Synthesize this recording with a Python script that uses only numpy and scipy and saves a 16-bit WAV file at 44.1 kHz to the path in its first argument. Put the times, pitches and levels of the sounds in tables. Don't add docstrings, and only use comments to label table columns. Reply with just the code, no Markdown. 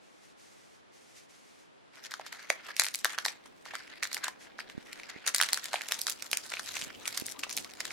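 import sys
import numpy as np
from scipy import signal
from scipy.fft import rfft, irfft, next_fast_len
from scipy.io import wavfile
from scipy.ndimage import uniform_filter1d, minimum_filter1d, map_coordinates

SR = 44100
rng = np.random.default_rng(int(sys.argv[2]) if len(sys.argv) > 2 else 0)


def bounce(signal):
    frames = np.transpose(np.atleast_2d(signal))
    limited = np.clip(frames, -1, 1)
    pcm = np.round(limited * 32767).astype(np.int16)
    wavfile.write(sys.argv[1], SR, pcm)


N = 349272

# (per Hz, relative)
TONE_MID = [(20, -26), (290, -6), (800, -8), (3500, -14.5), (11000, -32.5), (14000, -60)]
TONE_SIDE = [(25, -87), (117, -7.5), (380, -4.5), (1560, -15), (11000, -38), (14000, -78)]
# time_s, level_db, deepest_rumble_db
BUSY = [(2.0, -74.5, -81.5), (4.6, -64, -82), (6.2, -67.5, -74), (6.8, -60.5, -65), (7.92, -62, -72.5)]
# frequency_hz, t60_s
KITCHEN = [(300, 0.29), (2000, 0.2), (10000, 0.15)]
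# start_s, opposed_level_db, pitch_hz, common_share (ratio to the opposed part)
BUMPS = [(2.5014, -35, 300, 1), (4.7503, -32.5, 230, 0.37), (4.779, -21.5, 244, 0.31),
         (5.162, -33.5, 300, 0.79), (6.8273, -32, 190, 0.25), (6.8724, -30.5, 260, 0.25),
         (7.2218, -24, 310, 0.44)]
# start_s, length_s, hiss_db (before the sag)
STROKES = [(0.0, 0.19, -68.5), (0.199, 0.088, -63.5), (0.362, 0.4, -62.5), (0.91, 0.24, -63.5),
           (1.131, 0.088, -60), (1.276, 0.35, -63), (4.385, 0.042, -55)]
# (per Hz, relative)
GRIT = [(700, -22), (2000, 0), (3000, -5), (6200, -2.5), (11000, -11.5), (16000, -31)]
# start_s, length_s, middle_pitch_hz, level_db
RUBS = [(7.138, 0.04, 1145, -58), (7.642, 0.036, 1130, -52), (7.031, 0.069, 1390, -53),
        (7.336, 0.062, 1130, -52), (7.376, 0.038, 280, -50), (7.431, 0.026, 1164, -44.5)]
# peak_s, swell_s, level_below_5khz_db, treble_db
SCRAPES = [(1.992, 0.068, -48.5, -57.5), (2.065, 0.051, -44.5, -48), (2.706, 0.097, -37, -50.5),
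           (2.856, 0.074, -54, -31.5), (3.15, 0.19, -41, -47), (3.717, 0.035, -45, -66),
           (3.937, 0.12, -45.5, -69), (4.284, 0.079, -36.5, -54), (5.10, 0.021, -46, -50.5),
           (5.3, 0.017, -43, -40), (5.691, 0.028, -42, -44), (6.123, 0.15, -46.5, -38),
           (6.61, 0.049, -49, -62), (6.849, 0.47, -47, -42.5), (7.322, 0.059, -52, -42.5)]
# time_s, level_below_5khz_db, treble_db
RUSTLE = [(2.0, -60, -86), (2.4, -51.5, -61), (2.75, -56, -80), (3.1, -68.5, -69), (3.36, -62, -81),
          (3.6, -70, -71), (3.8, -49, -61.5), (4.2, -62.5, -83), (4.55, -61, -108), (4.85, -59, -63.5),
          (5.15, -49.5, -74), (5.335, -51, -66), (5.44, -48, -53), (5.87, -50.5, -55.5), (6.19, -59, -59),
          (6.5, -51, -51), (6.95, -57, -68), (7.2, -50, -45.5), (7.36, -60, -85), (7.55, -55, -47.5),
          (7.69, -61, -65.5), (7.92, -47.5, -50)]
# (per Hz, relative)
LEAF = [(300, -3.5), (1200, -2), (2100, 0.5), (5000, -7.5), (12000, -23.5), (16500, -39)]
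# start_s,
# flap_pitch_hz, flap_db, crack_db (levels before the filters)
SNAPS = [(2.111, 3120, -27, -32), (2.1183, 1970, -22.5, -29), (2.1395, 1460, -16.5, -23),
         (2.197, 780, -18, -37), (2.265, 1480, -26.5, -33), (2.3276, 1890, -21.5, -27),
         (2.503, 656, -9, -40), (2.502, 2220, -2.5, -10.5), (2.766, 2100, -20.5, -18),
         (2.7792, 3200, -42, -42), (2.7969, 2220, 0.5, 1), (2.8115, 1860, -18, -18.5),
         (2.8194, 1970, -8.5, -16), (2.837, 2080, -26, -17), (2.8453, 2100, -13, -20),
         (2.866, 1820, -17, -19.5), (2.8853, 2540, -26, -25), (2.942, 2300, -47, -23),
         (2.947, 2250, -17, -17.5), (2.9564, 2370, -52, -18.5), (2.9896, 1820, -48, -29),
         (3.0463, 1700, -5.5, -10.5), (3.0549, 1650, -3.5, -11.5), (3.18, 1560, -14, -28),
         (3.1861, 1600, -12, -17), (3.2524, 1750, -9.5, -13.5), (3.2614, 894, -11.5, -13.5),
         (3.2835, 2100, -15.5, -23), (3.4592, 1050, -34, -42.5), (3.655, 2040, -30.5, -36.5),
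         (3.662, 1030, -24.5, -62), (3.737, 810, -21, -38), (3.754, 1450, -17.5, -24),
         (4.028, 2020, -13, -25), (4.0336, 1950, -14, -15), (4.053, 1750, -19, -27),
         (4.117, 1970, -22, -38), (4.13, 1990, -28, -20.5), (4.1454, 1600, -23, -15),
         (4.168, 2070, -16.5, -27), (4.2437, 1780, -21, -21), (4.2687, 1540, -20.5, -47),
         (4.282, 990, -18, -21.5), (4.59, 1640, -17.5, -32), (4.6042, 2270, -19.5, -32),
         (4.699, 2770, -24.5, -36.5), (4.93, 2040, -25.5, -28), (4.999, 2270, -26, -38),
         (5.034, 2340, -25.5, -35.5), (5.266, 2640, -21, -24), (5.278, 1890, -15.5, -11.5),
         (5.347, 2120, -12.5, -7.5), (5.362, 2060, -20, -14.5), (5.383, 2430, -32, -14.5),
         (5.391, 2400, -21, -19), (5.4014, 1810, -5, -21), (5.4134, 1470, -7, -8),
         (5.4257, 1540, -14, -9.5), (5.4344, 1920, -9.5, -13), (5.4884, 1900, -16, -19),
         (5.532, 1930, -14, -8), (5.544, 1940, -20, -15), (5.5748, 1610, -17, -17.5),
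         (5.643, 3040, -29, -24), (5.6565, 2350, -24, -23.5), (5.7321, 970, -17, -21),
         (5.7418, 750, -8.5, -22), (5.758, 2410, -13.5, -46), (5.8105, 2110, -16.5, -31),
         (5.818, 2400, -23.5, -21), (5.8869, 2920, -27, -21), (5.912, 2580, -17.5, -27),
         (5.9211, 1850, -15, -13.5), (5.9515, 2500, -31, -27.5), (5.9919, 1700, -47, -26.5),
         (6.0158, 2500, -49, -13), (6.0683, 1780, -16, -15.5), (6.083, 1390, -16.5, -23),
         (6.098, 2870, -26, -17), (6.1045, 2900, -36, -22), (6.224, 2440, -25.5, -21.5),
         (6.3146, 2550, -41, -16), (6.3311, 2570, -8.5, -11), (6.372, 2420, -16.5, -12),
         (6.5216, 1980, -14.5, -35), (6.5386, 2440, -14, -29), (6.5698, 2430, -16.5, -40),
         (6.5956, 1650, -19, -22), (6.7035, 2850, -34, -38), (6.7552, 2730, -27, -30),
         (6.7677, 2510, -14, -22.5), (6.781, 3600, -27, -38), (6.792, 3020, -20, -25),
         (6.8146, 2130, -21.5, -19), (6.8216, 3010, -18, -26), (6.829, 3130, -24, -30),
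         (6.904, 1860, -25, -64), (7.0557, 2350, -20, -27), (7.078, 1100, -28, -13.5),
         (7.1667, 3670, -42, -33), (7.176, 2000, -20.5, -13.5), (7.199, 2120, -31, -21.5),
         (7.2602, 2860, -46, -30), (7.2651, 2740, -48, -19.5), (7.284, 1950, -23.5, -31),
         (7.2923, 2680, -47, -29), (7.3937, 2370, -28, -26), (7.4353, 2530, -13, -23),
         (7.4678, 710, -24, -49), (7.495, 2210, -26, -25.5), (7.502, 2700, -31, -26),
         (7.512, 2360, -27, -30), (7.5294, 2380, -34, -24), (7.5676, 3060, -38, -18.5),
         (7.5754, 2350, -16, -16), (7.584, 2530, -27, -21.5), (7.646, 2110, -28, -28),
         (7.6945, 2500, -38, -44), (7.737, 2410, -34, -34), (7.805, 2020, -16.5, -16.5),
         (7.8536, 1680, -21, -23.5), (7.907, 2200, -19.5, -45)]
# frequency_hz, gain_db
CRACK = [(2000, -9.5), (4000, 7), (10000, -2.5), (13000, -8), (16000, -24)]
# frequency_hz, gain_db
WIDTH = [(300, -5.5), (2500, -4.5), (6000, -1), (14000, -0.5)]

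BUMP_CYCLES = 3.5
STROKE_RISE_S, STROKE_FALL_S, STROKE_SAG_DB_PER_S = 0.035, 0.064, 11.5
RUB_SAG, RUB_FUZZ = 0.16, 0.127
SWELL_DB, SLIP_T60_S = 21.5, 0.048

AFTER_DB, AFTER_TREBLE_DB = -32, -29.5
AFTER_GROWS = 0.74
AFTER_TOP_DB = -13
AFTER_T60_S = 0.13
LEAD_IN_T60_S, LEAD_IN_DB = 0.021, 6

BLADE_HZ, BLADE_WIDTH_HZ, BLADE_DB, TORN_S = 1890, 910, -5, 5.74
DULL_DB = 0.8
OVERTONE, OVERTONE_DB, OVERTONE_CYCLES = 2.117, -10.5, 27
TOP_HZ = 16800


def amp(db):
    return 10 ** (np.asarray(db) / 20)


def unit(x):
    return x / np.sqrt(np.mean(x ** 2) + 1e-20)


def along(points, hz):
    f, v = np.transpose(points)
    return np.interp(np.log(hz + 1), np.log(f + 1), v)


def curves(rows):
    s, *cols = np.transpose(rows)
    return [np.interp(np.arange(N) / SR, s, c, left=-120, right=-120) for c in cols]


def wobble(rate):
    knots = rng.standard_normal(int(N * rate / SR) + 4)
    return map_coordinates(knots, [np.arange(N) * rate / SR])


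def filtered(x, response):
    m = next_fast_len(N + 8192)
    return irfft(rfft(x, m) * response(np.fft.rfftfreq(m, 1 / SR)), m)[..., :N]


def coloured(x, spectrum):
    return filtered(x, lambda hz: amp(along(spectrum, hz)))


def placed(seconds, shapes):
    at = np.round(np.asarray(seconds) * SR).astype(int)[:, None] + np.arange(shapes.shape[1])
    return np.bincount(at.ravel(), shapes.ravel(), N + SR)[:N]


def spread(mid, side):
    return np.array([mid + side, mid - side])


def widened(pair):
    return spread(pair[0], coloured(pair[1], WIDTH))


def room_tone():
    mid, side = rng.standard_normal((2, N))
    air_mid = amp(-65.5) * unit(coloured(mid, TONE_MID))
    air_side = amp(-59) * unit(coloured(side, TONE_SIDE))
    stir = unit(coloured(rng.standard_normal((2, N)), [(110, -5.5), (250, 8.5), (800, 2.5), (2000, -30)]))
    rumble = unit(coloured(rng.standard_normal((2, N)), [(40, -36), (90, 3.5), (200, -19)]))
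    busy_db, deep_db = curves(BUSY)
    stirred = amp(busy_db + 2.5 * wobble(18)) * spread(stir[0], 1.67 * stir[1])
    deep = amp(deep_db + 2.2 * wobble(26)) * spread(*rumble)
    return spread(air_mid, air_side) + stirred + deep


def kitchen(x):
    out = np.zeros((2, N + SR))
    step = SR // 3
    delay = 150
    for a in range(0, N, step):
        hz, t, z = signal.stft(rng.standard_normal((2, SR // 4)), SR, nperseg=256)
        decay = amp(-60 * t / along(KITCHEN, hz)[:, None])
        tail = signal.istft(z * decay, SR, nperseg=256)[1]
        wet = signal.fftconvolve(x[None, a:a + step], tail / np.linalg.norm(tail[0]), axes=1)
        out[:, a + delay:a + delay + wet.shape[1]] += wet
    return out[:, :N]


def bumps():
    s, level_db, push_hz, shared = (c[:, None] for c in np.transpose(BUMPS))
    turns = np.arange(SR // 20) / SR * push_hz
    push = amp(level_db - 60 * turns / BUMP_CYCLES) * np.sin(2 * np.pi * turns)
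    pair = spread(placed(s[:, 0], -shared * push), placed(s[:, 0], push))
    return filtered(pair, lambda hz: hz ** 2 / (hz ** 2 + 45 ** 2))


def strokes():
    hiss = unit(coloured(rng.standard_normal((2, N)), GRIT))
    flutter_db = 1.2 * wobble(40)
    s, length, hiss_db = (c[:, None] for c in np.transpose(STROKES))
    t = np.arange(N) / SR - s
    rise = 0.011 + t / STROKE_RISE_S
    fall = 1 + (length - t) / STROKE_FALL_S
    edges = np.clip(np.minimum(rise, fall), 0, 1)
    level = (edges * amp(hiss_db - STROKE_SAG_DB_PER_S * np.clip(t, 0, 1))).sum(axis=0)
    return level * amp(flutter_db) * spread(hiss[0], 0.65 * hiss[1])


def rubs():
    s, length, rub_hz, rub_db = (c[:, None] for c in np.transpose(RUBS))
    t = np.arange(SR // 10) / SR
    u = np.clip(t / length, 0, 1)
    wander = unit(uniform_filter1d(rng.standard_normal((len(s), len(t))), size=150, axis=1))
    pitch_hz = rub_hz * (1 + RUB_SAG * (.5 - u) + RUB_FUZZ * wander)
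    phase = 2 * np.pi * np.cumsum(pitch_hz, axis=1) / SR
    note = placed(s[:, 0], amp(rub_db) * np.sin(np.pi * u) * np.sin(phase))
    return spread(note, .5 * note)


def scrapes():
    s, swell, body_db, treble_db = (c[:, None] for c in np.transpose(SCRAPES))
    t = np.arange(N) / SR - s
    swell_db = SWELL_DB * t / swell + 60 * np.minimum(t + swell, 0) / SLIP_T60_S
    power = amp(np.where(t < 0, swell_db, -60 * t / SLIP_T60_S)) ** 2
    return (amp(body_db) ** 2 * power).sum(axis=0), (amp(treble_db) ** 2 * power).sum(axis=0)


def aftermath(break_db, gain_db):
    t = np.arange(-SR // 2, SR // 2 + 1) / SR
    shape_db = np.where(t < 0, LEAD_IN_DB + 60 * t / LEAD_IN_T60_S, -60 * t / AFTER_T60_S)
    kick_db = gain_db + AFTER_GROWS * np.minimum(break_db, AFTER_TOP_DB)
    kicks = placed(np.transpose(SNAPS)[0], amp(kick_db)[:, None] ** 2)
    return np.abs(signal.fftconvolve(kicks, amp(shape_db) ** 2, mode="same"))


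def crackle_bed():
    count, first_s = 6000, 1.9
    luck = rng.random((count, 4))
    s = first_s + luck[:, 0] * (N / SR - first_s)
    hz = 1300 * np.exp(1.745 * luck[:, 1:2] ** 1.09)
    size = amp(-3 * np.log(luck[:, 2:3] + .03))
    t = np.arange(SR // 150) / SR
    grain = size * amp(-60 * t * hz / 11) * (1 - np.exp(-t * hz)) * np.sin(2 * np.pi * hz * t)
    clump = amp(2.04 * wobble(40) + 3.1 * wobble(110))
    clump = clump * (1 + .4 * placed(s[::9], size[::9] * amp(-60 * t / .007)))
    fracture = size[::2] * amp(-60 * t / .0015) * rng.standard_normal((len(s[::2]), len(t)))
    bed = []
    for lean in [np.ones((count, 1)), 2 * luck[:, 3:4] - 1]:
        ringing = unit(placed(s, grain * lean))
        spikes = unit(coloured(placed(s[::2], fracture * lean[::2]), CRACK))
        rustle = unit(coloured(rng.standard_normal(N), LEAF))
        bed.append(unit(clump * (ringing + spikes + 1.73 * rustle)))
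    z = signal.stft(widened(bed), nperseg=512)[2]
    patches = uniform_filter1d(uniform_filter1d(rng.standard_normal(z.shape[1:]), 12, 0), 8, 1)
    return signal.istft(z * amp(2.5 * unit(patches)), nperseg=512)[1][:, :N]


def crackle():
    rustle_db, rustle_treble_db = curves(RUSTLE)
    _, _, flap_db, crack_db = np.transpose(SNAPS)
    bed = crackle_bed()
    treble = filtered(bed, lambda hz: 1 / (1 + (5000 / (hz + 1)) ** 4))
    low = unit(bed - treble)
    scrape, scrape_treble = scrapes()
    body = np.sqrt(amp(rustle_db) ** 2 + scrape + aftermath(flap_db, AFTER_DB))
    fizz = np.sqrt(amp(rustle_treble_db) ** 2 + scrape_treble + aftermath(crack_db, AFTER_TREBLE_DB))

    def resonance(hz):
        return 1 + amp(BLADE_DB) / (1 + (2 * (hz - BLADE_HZ) / BLADE_WIDTH_HZ) ** 4)

    hum = unit(filtered(low, resonance))
    whole = np.clip(TORN_S - np.arange(N) / SR, 0, 1)
    return body * (whole * hum + (1 - whole) * low) + fizz * unit(treble)


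def snaps():
    s, flap_hz, flap_db, crack_db = (c[:, None] for c in np.transpose(SNAPS))
    t = np.arange(SR // 50) / SR
    cycle_luck, lean_luck, colour_luck = rng.standard_normal((3, len(s), 1))
    noise = rng.standard_normal((2, len(s), len(t)))
    cycles = 8 * np.sqrt(flap_hz / 2000) * np.exp(.2 * cycle_luck)
    rise = 1 - np.exp(-t * flap_hz / 0.49)
    flap = amp(flap_db - 60 * t * flap_hz / cycles) * rise * np.sin(2 * np.pi * flap_hz * t)
    ring_hz = OVERTONE * flap_hz
    ring_db = crack_db + OVERTONE_DB - 60 * t * ring_hz / OVERTONE_CYCLES
    ring = amp(ring_db) * np.sin(2 * np.pi * ring_hz * t)
    shape = (amp(-60 * t / 0.002) + amp(-9.5 - 60 * t / 0.011)) * (1 - np.exp(-t / 0.00005))
    hz = np.fft.rfftfreq(len(t), 1 / SR)
    dulling = DULL_DB * np.clip(flap_db - crack_db, -10, 20)
    colour_db = along(CRACK, hz) - dulling * np.log2(1 + hz / 2000)
    colour_db = colour_db + 5 * np.cos(hz / 260 + 3 * colour_luck)
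    out = []
    for k, lean in enumerate([1, .35 * lean_luck]):
        burst = shape * irfft(rfft(noise[k]) * amp(colour_db), len(t))
        burst = amp(crack_db - 3.0 * k) * burst / np.abs(burst).max(axis=1, keepdims=True)
        out.append(placed(s[:, 0], lean * (flap + ring) + burst))
    return widened(out)


def scene():
    leaves = filtered(snaps() + crackle(), lambda hz: 1 / (1 + (450 / (hz + 1)) ** 4))
    echoes = amp(-11) * kitchen(leaves.mean(axis=0))
    return room_tone() + echoes + bumps() + strokes() + rubs() + leaves


def record(dry):
    needed = np.minimum(1, .93 / np.abs(dry).max(axis=0))
    dry = dry * uniform_filter1d(minimum_filter1d(needed, size=180), size=90)
    return filtered(dry, lambda hz: np.clip((TOP_HZ - hz) / 600, 0, 1) ** 2)


dry = scene()
out = record(dry)
bounce(out)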